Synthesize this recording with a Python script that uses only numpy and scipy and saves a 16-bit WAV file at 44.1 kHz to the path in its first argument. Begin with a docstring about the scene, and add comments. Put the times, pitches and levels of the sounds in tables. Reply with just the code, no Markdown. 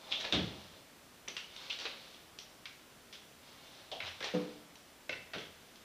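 """On a laminate floor beside a tiled room, someone hops on metal crutches, one foot in a flip-flop.
The crutches click as they take and lose the load: filtered impacts excite the modes of a tube.
The sandal's slaps, squeak and pops are filtered impacts; its scuffs and drags are stick-slip noise.
Landings ring decaying modes of the boards, and decaying noise stands for the hard-walled room.
Beneath lies a steady hiss, nearly mono."""
import sys
import numpy as np
from scipy import signal
from scipy.fft import rfft, irfft, next_fast_len
from scipy.io import wavfile
from scipy.ndimage import uniform_filter1d, map_coordinates

SR = 44100
rng = np.random.default_rng(int(sys.argv[2]) if len(sys.argv) > 2 else 0)


def waveform_to_disk(signal):
    """Save audio, clipped to [-1, 1], as 16-bit WAV at the path in sys.argv[1]."""
    frames = np.transpose(np.atleast_2d(signal))
    scaled = np.clip(frames, -1, 1) * 32767
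    samples = np.round(scaled).astype(np.int16)
    wavfile.write(sys.argv[1], SR, samples)


N = 257544
T = np.arange(SR) / SR  # the life of one sound, s

# spectrum of a sole rubbing on the floor: f/Hz, relative level/dB
RUB_SPECTRUM = [(60, -18), (250, -20.5), (480, -6), (750, -4), (1100, -9), (1900, -7), (2800, -4),
                (3600, 0), (4500, -5.5), (5900, -10.5), (7000, -22.5), (12000, -46)]


def amp(db):
    """Decibel law: level to amplitude ratio."""
    return 10 ** (np.asarray(db) / 20)


def unit(x):
    """Normalisation to an rms of 1."""
    return x / np.sqrt(np.mean(x ** 2) + 1e-20)


def along(points, hz):
    """Interpolation of (f/Hz, value) points on a logarithmic frequency axis."""
    f, v = np.transpose(points)
    return np.interp(np.log(hz + 1), np.log(f + 1), v)


def add(track, s, x):
    """Superposition: mix x into the track at time s, cut at both ends of the track."""
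    start = round(s * SR)
    x = x[max(-start, 0):]
    part = track[max(start, 0):][:len(x)]
    part += x[:len(part)]


def coloured(x, gain):
    """Minimum-phase filtering: a folded cepstrum makes the given gain over frequency causal."""
    m = 2 * next_fast_len(len(x) // 2 + SR // 10)
    log_gain = np.log(np.maximum(gain(np.fft.rfftfreq(m, 1 / SR)), 1e-6))
    cepstrum = irfft(log_gain)
    cepstrum[1:m // 2] *= 2
    cepstrum[m // 2 + 1:] = 0
    response = np.exp(rfft(cepstrum))
    return irfft(rfft(x, m) * response, m)[:len(x)]


def resonance(f, hz, width):
    """Resonance: gain of one steep-sided peak, half its height at half a width from the centre."""
    return 1 / (1 + (2 * (f - hz) / width) ** 2)


def touch(hz, knock_db, middle_db, bright_db):
    """Contact stiffness: place and hardness of a contact weight the bands around 3 kHz."""
    weights = [(650, knock_db), (1050, middle_db), (1800, middle_db),
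               (2900, 0), (3900, 0), (5700, bright_db)]
    return amp(along(weights, hz))


def room(near_db=3, near_t60=0.21):
    """Reverberation: a fresh response of energy 1, dense near walls and then a longer tail."""
    # reverberation time of the tail: f/Hz, t60/s
    tail_t60 = [(80, 1.0), (200, 0.58), (500, 0.59), (1500, 0.6), (3500, 0.55), (7000, 0.55), (14000, 0.13)]
    hz, t, z = signal.stft(rng.standard_normal(SR), SR, nperseg=256)
    decay = amp(-60 * t / along(tail_t60, hz)[:, None])
    tail = signal.istft(z * decay, SR, nperseg=256)[1][:SR]
    walls = amp(near_db - 60 * T / near_t60) * rng.standard_normal(SR)
    response = (tail + walls) * (1 - np.exp(-T / 0.0044))  # build-up time constant in s
    return response / np.linalg.norm(response)


def blow(room_db, snap=0.43, chatter_length=0.0051):
    """Impact excitation: a one-sample snap, milliseconds of chatter and the room's answer."""
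    chatter = rng.standard_normal(SR) * np.exp(-(T / chatter_length) ** 2)
    chatter = chatter / np.linalg.norm(chatter)
    return snap * (T == 0) + chatter + amp(room_db) * room()


def clack(f, ping_hz, ping_db, ping_width_hz=750):
    """Local resonance: in a hard contact, the part that snaps stands out at its own pitch."""
    # spectrum of a hard contact: f/Hz, relative level/dB
    contact = [(60, -27), (250, -13), (450, -1.5), (650, -3), (1000, -11), (1600, -6.5), (2300, -4.5),
               (3000, -1), (3600, -1), (4400, -7), (6000, -15), (6900, -26.5), (9000, -34.5), (14000, -54)]
    ping = amp(along(contact, ping_hz) + ping_db) * resonance(f, ping_hz, ping_width_hz)
    return np.hypot(amp(along(contact, f)), ping)


def tube(f, ring_db):
    """Modal superposition: the aluminium tube's resonances add in power."""
    # modes of the aluminium tube: f/Hz, width/Hz, relative level/dB
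    modes = [(554, 204, -1.5), (1012, 39, -1.5), (1510, 160, -2), (2126, 410, 3), (2320, 48, -6),
             (2662, 150, 6), (2960, 110, -5), (5440, 300, -24.5)]
    return np.sqrt(sum((amp(level + ring_db) * resonance(f, hz, width)) ** 2
                       for hz, width, level in modes))


def crutches(ping_db=6.5, ping_width_hz=550, middle_db=1, gain_db=25):
    """Impact on a resonator: each tap knocks the floor, clacks and rings the tube."""
    # a crutch takes or loses the load: t/s, relative level/dB, knock of the tip/dB, bright/dB,
    # tube ring/dB, ping f/Hz, room/dB
    taps = [(1.278, -38, -8, -8, -8, 2460, 4.5), (1.3667, -30.5, -12, 6, -8.5, 2900, 1.5),
            (2.656, -35, -24, 4.5, -8, 2250, 0), (3.127, -44.5, -5.5, 9, -8, 3360, 8),
            (4.003, -32, -3, -6, 2, 2420, 1.5), (5.094, -31.5, 4, 3.5, 4.5, 2170, 0),
            (5.128, -36.5, -14, 0, 5.5, 2200, 0), (5.335, -33, 5.5, 1, -3.5, 1440, 5),
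            (5.383, -39.5, -4, 6, -4, 3300, 5)]
    out = np.zeros(N)
    for s, db, knock_db, bright_db, ring_db, ping_hz, room_db in taps:
        def body(f):
            metal = np.hypot(clack(f, ping_hz, ping_db, ping_width_hz), tube(f, ring_db))
            return metal * touch(f, knock_db, middle_db, bright_db)
        add(out, s, amp(db + gain_db) * coloured(blow(room_db), body))
    return out


def pins(ping_db=8, ring_db=-12, room_db=0, gain_db=25):
    """Impact of a light part: thin bright ticks barely stir the tube."""
    # the height pin shifts in its hole: t/s, relative level/dB, ping f/Hz
    ticks = [(1.283, -33, 5950), (1.5634, -40, 3700), (2.145, -51, 3360), (2.388, -35.5, 5660),
             (4.756, -46.5, 5700), (5.758, -48.5, 4940)]
    out = np.zeros(N)
    for s, db, ping_hz in ticks:
        def body(f):
            metal = np.hypot(clack(f, ping_hz, ping_db), tube(f, ring_db))
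            return metal * touch(f, knock_db=-6, middle_db=-8, bright_db=6)
        tick = coloured(blow(room_db, snap=0.6, chatter_length=0.0038), body)
        add(out, s, amp(db + gain_db) * tick)
    return out


def slaps(ping_db=4, knock_db=-4, room_db=4.0, gain_db=25):
    """Extended contact: the more of the rubber sole meets at once, the fuller the body."""
    # the sandal slaps the heel or the floor: t/s, relative level/dB, body/dB, bright/dB, ping f/Hz
    claps = [(0.3244, -20, -3, -1, 3430), (1.727, -39.5, 0.5, 7, 3360), (1.788, -33, -4.5, 4.5, 4470),
             (3.916, -33.5, -6.5, 1, 3200), (4.068, -38, 1, 4, 3020), (4.206, -41.5, 13.5, 10, 3420),
             (4.227, -31, 1, 1.5, 2020), (4.243, -32, 4, 7.5, 3950)]
    out = np.zeros(N)
    for s, db, body_db, bright_db, ping_hz in claps:
        def body(f):
            return clack(f, ping_hz, ping_db) * touch(f, body_db + knock_db, body_db, bright_db)
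        add(out, s, amp(db + gain_db) * coloured(blow(room_db), body))
    return out


def squeak(start_s=1.7026, pitch_hz=2870, width_hz=650, db=-20.5, room_db=-3, gain_db=25):
    """Filtered impact: as rubber catches on the laminate, a short burst in one narrow band."""
    out = np.zeros(N)
    burst = blow(room_db, chatter_length=0.012)
    cry = coloured(burst, lambda f: resonance(f, pitch_hz, width_hz))
    add(out, start_s, amp(db + gain_db) * cry)
    return out


def pops(width_hz=310, room_db=3, gain_db=33):
    """Cavity resonance: the gap under the sole gives a hollow note as it closes."""
    # air squeezed out under the sandal: t/s, relative level/dB, f/Hz
    puffs = [(.246, -37.5, 500), (1.80, -45.5, 480), (1.851, -40, 480), (3.916, -31, 670),
             (3.941, -39, 685)]
    out = np.zeros(N)
    for s, db, hz in puffs:
        note = coloured(blow(room_db), lambda f: resonance(f, hz, width_hz))
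        add(out, s, amp(db + gain_db) * note)
    return out


def grains(count, rough):
    """Stick-slip friction: noise whose strength varies over about a millisecond."""
    jumps = unit(uniform_filter1d(rng.standard_normal(count), size=45))
    return unit(rng.standard_normal(count) * np.exp(rough * jumps))


def stroke(length, attack, release):
    """Exponential relaxation: the envelope of one rub, with attack, hold and release in s."""
    return (1 - np.exp(-T / attack)) * np.exp(-np.maximum(T - length, 0) / release)


def scuffs(edge=0.0014, knock_db=-4, room_db=0, gain_db=6, grit=0.5):
    """Stick-slip friction: short gritty strokes of the sandal start and stop quickly."""
    # the sole scuffs the floor: t/s, length/s, relative level/dB, body/dB, bright/dB
    strokes = [(0.106, 0.0099, -39.5, -11, -4), (0.114, 0.021, -28.5, -11.5, -11),
               (0.2, 0.013, -40, -1, 3.5), (0.241, 0.013, -33, 3, -5.5), (1.697, 0.02, -33.5, -11.5, -5),
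               (1.799, 0.061, -45.5, 4, 3), (1.849, 0.025, -37, 1.5, -8), (4.025, 0.065, -46, 2.5, -2),
               (4.248, 0.03, -43, 4, -17)]
    out = np.zeros(N)
    for s, length, db, body_db, bright_db in strokes:
        def body(f):
            return amp(along(RUB_SPECTRUM, f)) * touch(f, body_db + knock_db, body_db, bright_db)
        rub = stroke(length, edge, edge) * grains(SR, rough=grit)
        rub = rub + amp(room_db) * signal.fftconvolve(rub, room())[:SR]
        add(out, s, amp(db + gain_db) * coloured(rub, body))
    return out


def drags(room_db=1, gain_db=3):
    """Friction over a closing cavity: faint hiss above a hollow note that sinks under the sole."""
    # cloth and sole drag lightly: t/s, length/s, relative level/dB, hollow/dB, fading/(dB per s)
    rubs = [(-0.05, 0.33, -48, 4.5, 4), (0.329, 0.46, -47, 3, 31), (1.482, 0.24, -52, -2, -8),
            (1.93, 0.22, -53, -3, 8), (3.381, 0.83, -54, -1.5, 6.5), (4.199, 0.38, -53.5, 4.5, 21),
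            (5.45, 0.4, -68.5, 3, -4)]
    open_hz, shut_hz, width_hz = 840, 575, 490  # the hollow note as the foot comes down
    rise_share, release_s = 0.1, 0.044  # a longer drag swells more slowly
    waver_db, waver_per_s = 1.5, 12  # uneven pressure on the sole

    def rub_gain(f):
        return amp(along(RUB_SPECTRUM, f)) * touch(f, knock_db=-15, middle_db=-0.5, bright_db=1.0)

    out = np.zeros(N)
    for s, length, db, hollow_db, fade_db_per_s in rubs:
        hiss = coloured(grains(SR, rough=0.31), rub_gain)
        gap_open = coloured(grains(SR, rough=0.43), lambda f: resonance(f, open_hz, width_hz))
        gap_shut = coloured(grains(SR, rough=0.43), lambda f: resonance(f, shut_hz, width_hz))
        # an equal-power crossfade carries the note down
        shut = np.clip(T / length, 0, 1)
        hollow = np.sqrt(1 - shut) * gap_open + np.sqrt(shut) * gap_shut
        waver = waver_db * map_coordinates(rng.standard_normal(64), [T * waver_per_s])
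        pressure_db = waver - fade_db_per_s * T
        level = amp(db + gain_db + pressure_db) * stroke(length, rise_share * length, release_s)
        add(out, s, level * (hiss + amp(hollow_db) * hollow))
    return out + amp(room_db) * signal.fftconvolve(out, room())[:N]


def landings(rise=0.0041, thud_db=33, waver=0.17):
    """Modal excitation: a soft heavy blow rings the boards and fills the room with a thud."""
    # weight landing on the boards: t/s, relative ring/dB, relative thud/dB, deep/dB, hard/dB
    falls = [(.327, -45.5, -18.5, 6, 2), (.364, -42.5, -20.5, 2, -10), (1.28, -64.5, -42, 1, 3),
             (4.019, -64, -50.5, 17.5, -17), (4.338, -33, -25, -18.5, 4), (5.094, -63, -43, 14, 0),
             (5.347, -56, -35, 3.5, 4)]
    # modes of floor and room: f/Hz, relative level/dB, t60/s
    modes = [(87.9, -11, 0.83), (118, -17, 0.28), (166.6, -8.5, 0.34), (182.9, 2, 0.36), (222.3, -10, 0.71),
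             (299, -2, 0.61), (378, -11, 0.06), (432, -11.5, 0.63), (496, 4, 0.033), (494, -2.5, 0.42),
             (742, -13, 0.26)]
    # spectrum of the thud: f/Hz, relative level/dB
    thud_spectrum = [(30, -38), (50, -30), (68, -6.5), (115, -6.5), (170, 2), (330, -0.5), (520, -5.5),
                     (800, -13.5), (1500, -17.5), (3000, -21), (6000, -31), (12000, -74)]
    # the band of the floor's sag: foot, top, top, foot, each f/Hz
    deep_band = (58, 80, 110, 160)

    def mode(hz, level, t60):
        envelope = amp(level + rng.normal(0, 1) - 60 * T / t60)
        # close room modes blur each ring's phase
        drift = waver * map_coordinates(rng.standard_normal(44), [T * 40])
        phase = rng.random() * 2 * np.pi + drift
        return envelope * np.sin(2 * np.pi * hz * T + phase)

    out = np.zeros(N)
    for s, ring_db, db, deep_db, hard_db in falls:
        ring = sum(mode(*row) for row in modes) * (1 - np.exp(-T / rise))
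        thud = coloured(room(near_db=1.0, near_t60=0.39), lambda f: amp(along(thud_spectrum, f)))
        boom = amp(ring_db) * ring + amp(db + thud_db) * thud
        sag = zip(deep_band, (min(deep_db, 0), deep_db, deep_db, 0))
        weight = [*sag, (300, 0), (500, hard_db)]
        add(out, s, coloured(boom, lambda f: amp(along(weight, f))))
    return out


def background(quiet_db=-59):
    """Stationary noise: still room and hiss, whose channels part mainly in the treble."""
    # noise spectrum: f/Hz, relative density level/dB
    quiet = [(15, -34), (25, -8), (260, -1), (399, -3.5), (567, -4.5), (631, -3.5), (741, -6), (1450, -7.5),
             (1950, -9), (2770, -10), (3340, -10), (3930, -12), (4870, -13), (7300, -16.5), (15500, -21)]
    # difference between the channels: f/Hz, side-to-mid level/dB
    apart = [(60, -25), (110, -35), (200, -29.5), (380, -25), (700, -20.5), (1290, -24.5), (2380, -45),
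             (4400, -23), (8120, -5), (15000, -4.5)]

    def still():
        noise = coloured(rng.standard_normal(N), lambda f: amp(along(quiet, f)))
        return amp(quiet_db) * unit(noise)

    mid = still()
    side = coloured(still(), lambda f: amp(along(apart, f)))
    return np.array([mid + side, mid - side])


def scene():
    """Superposition: all steps reach both channels alike, over the background."""
    metal = crutches() + pins()
    sandal = slaps() + squeak() + pops() + scuffs() + drags()
    return metal + sandal + landings() + background()


def record(dry, top_hz=15400):
    """Band limitation: nothing passes at or above the top frequency."""
    m = next_fast_len(N + SR // 2)
    passed = np.fft.rfftfreq(m, 1 / SR) < top_hz
    return irfft(rfft(dry, m) * passed, m)[:, :N]


dry = scene()
out = record(dry)
waveform_to_disk(out)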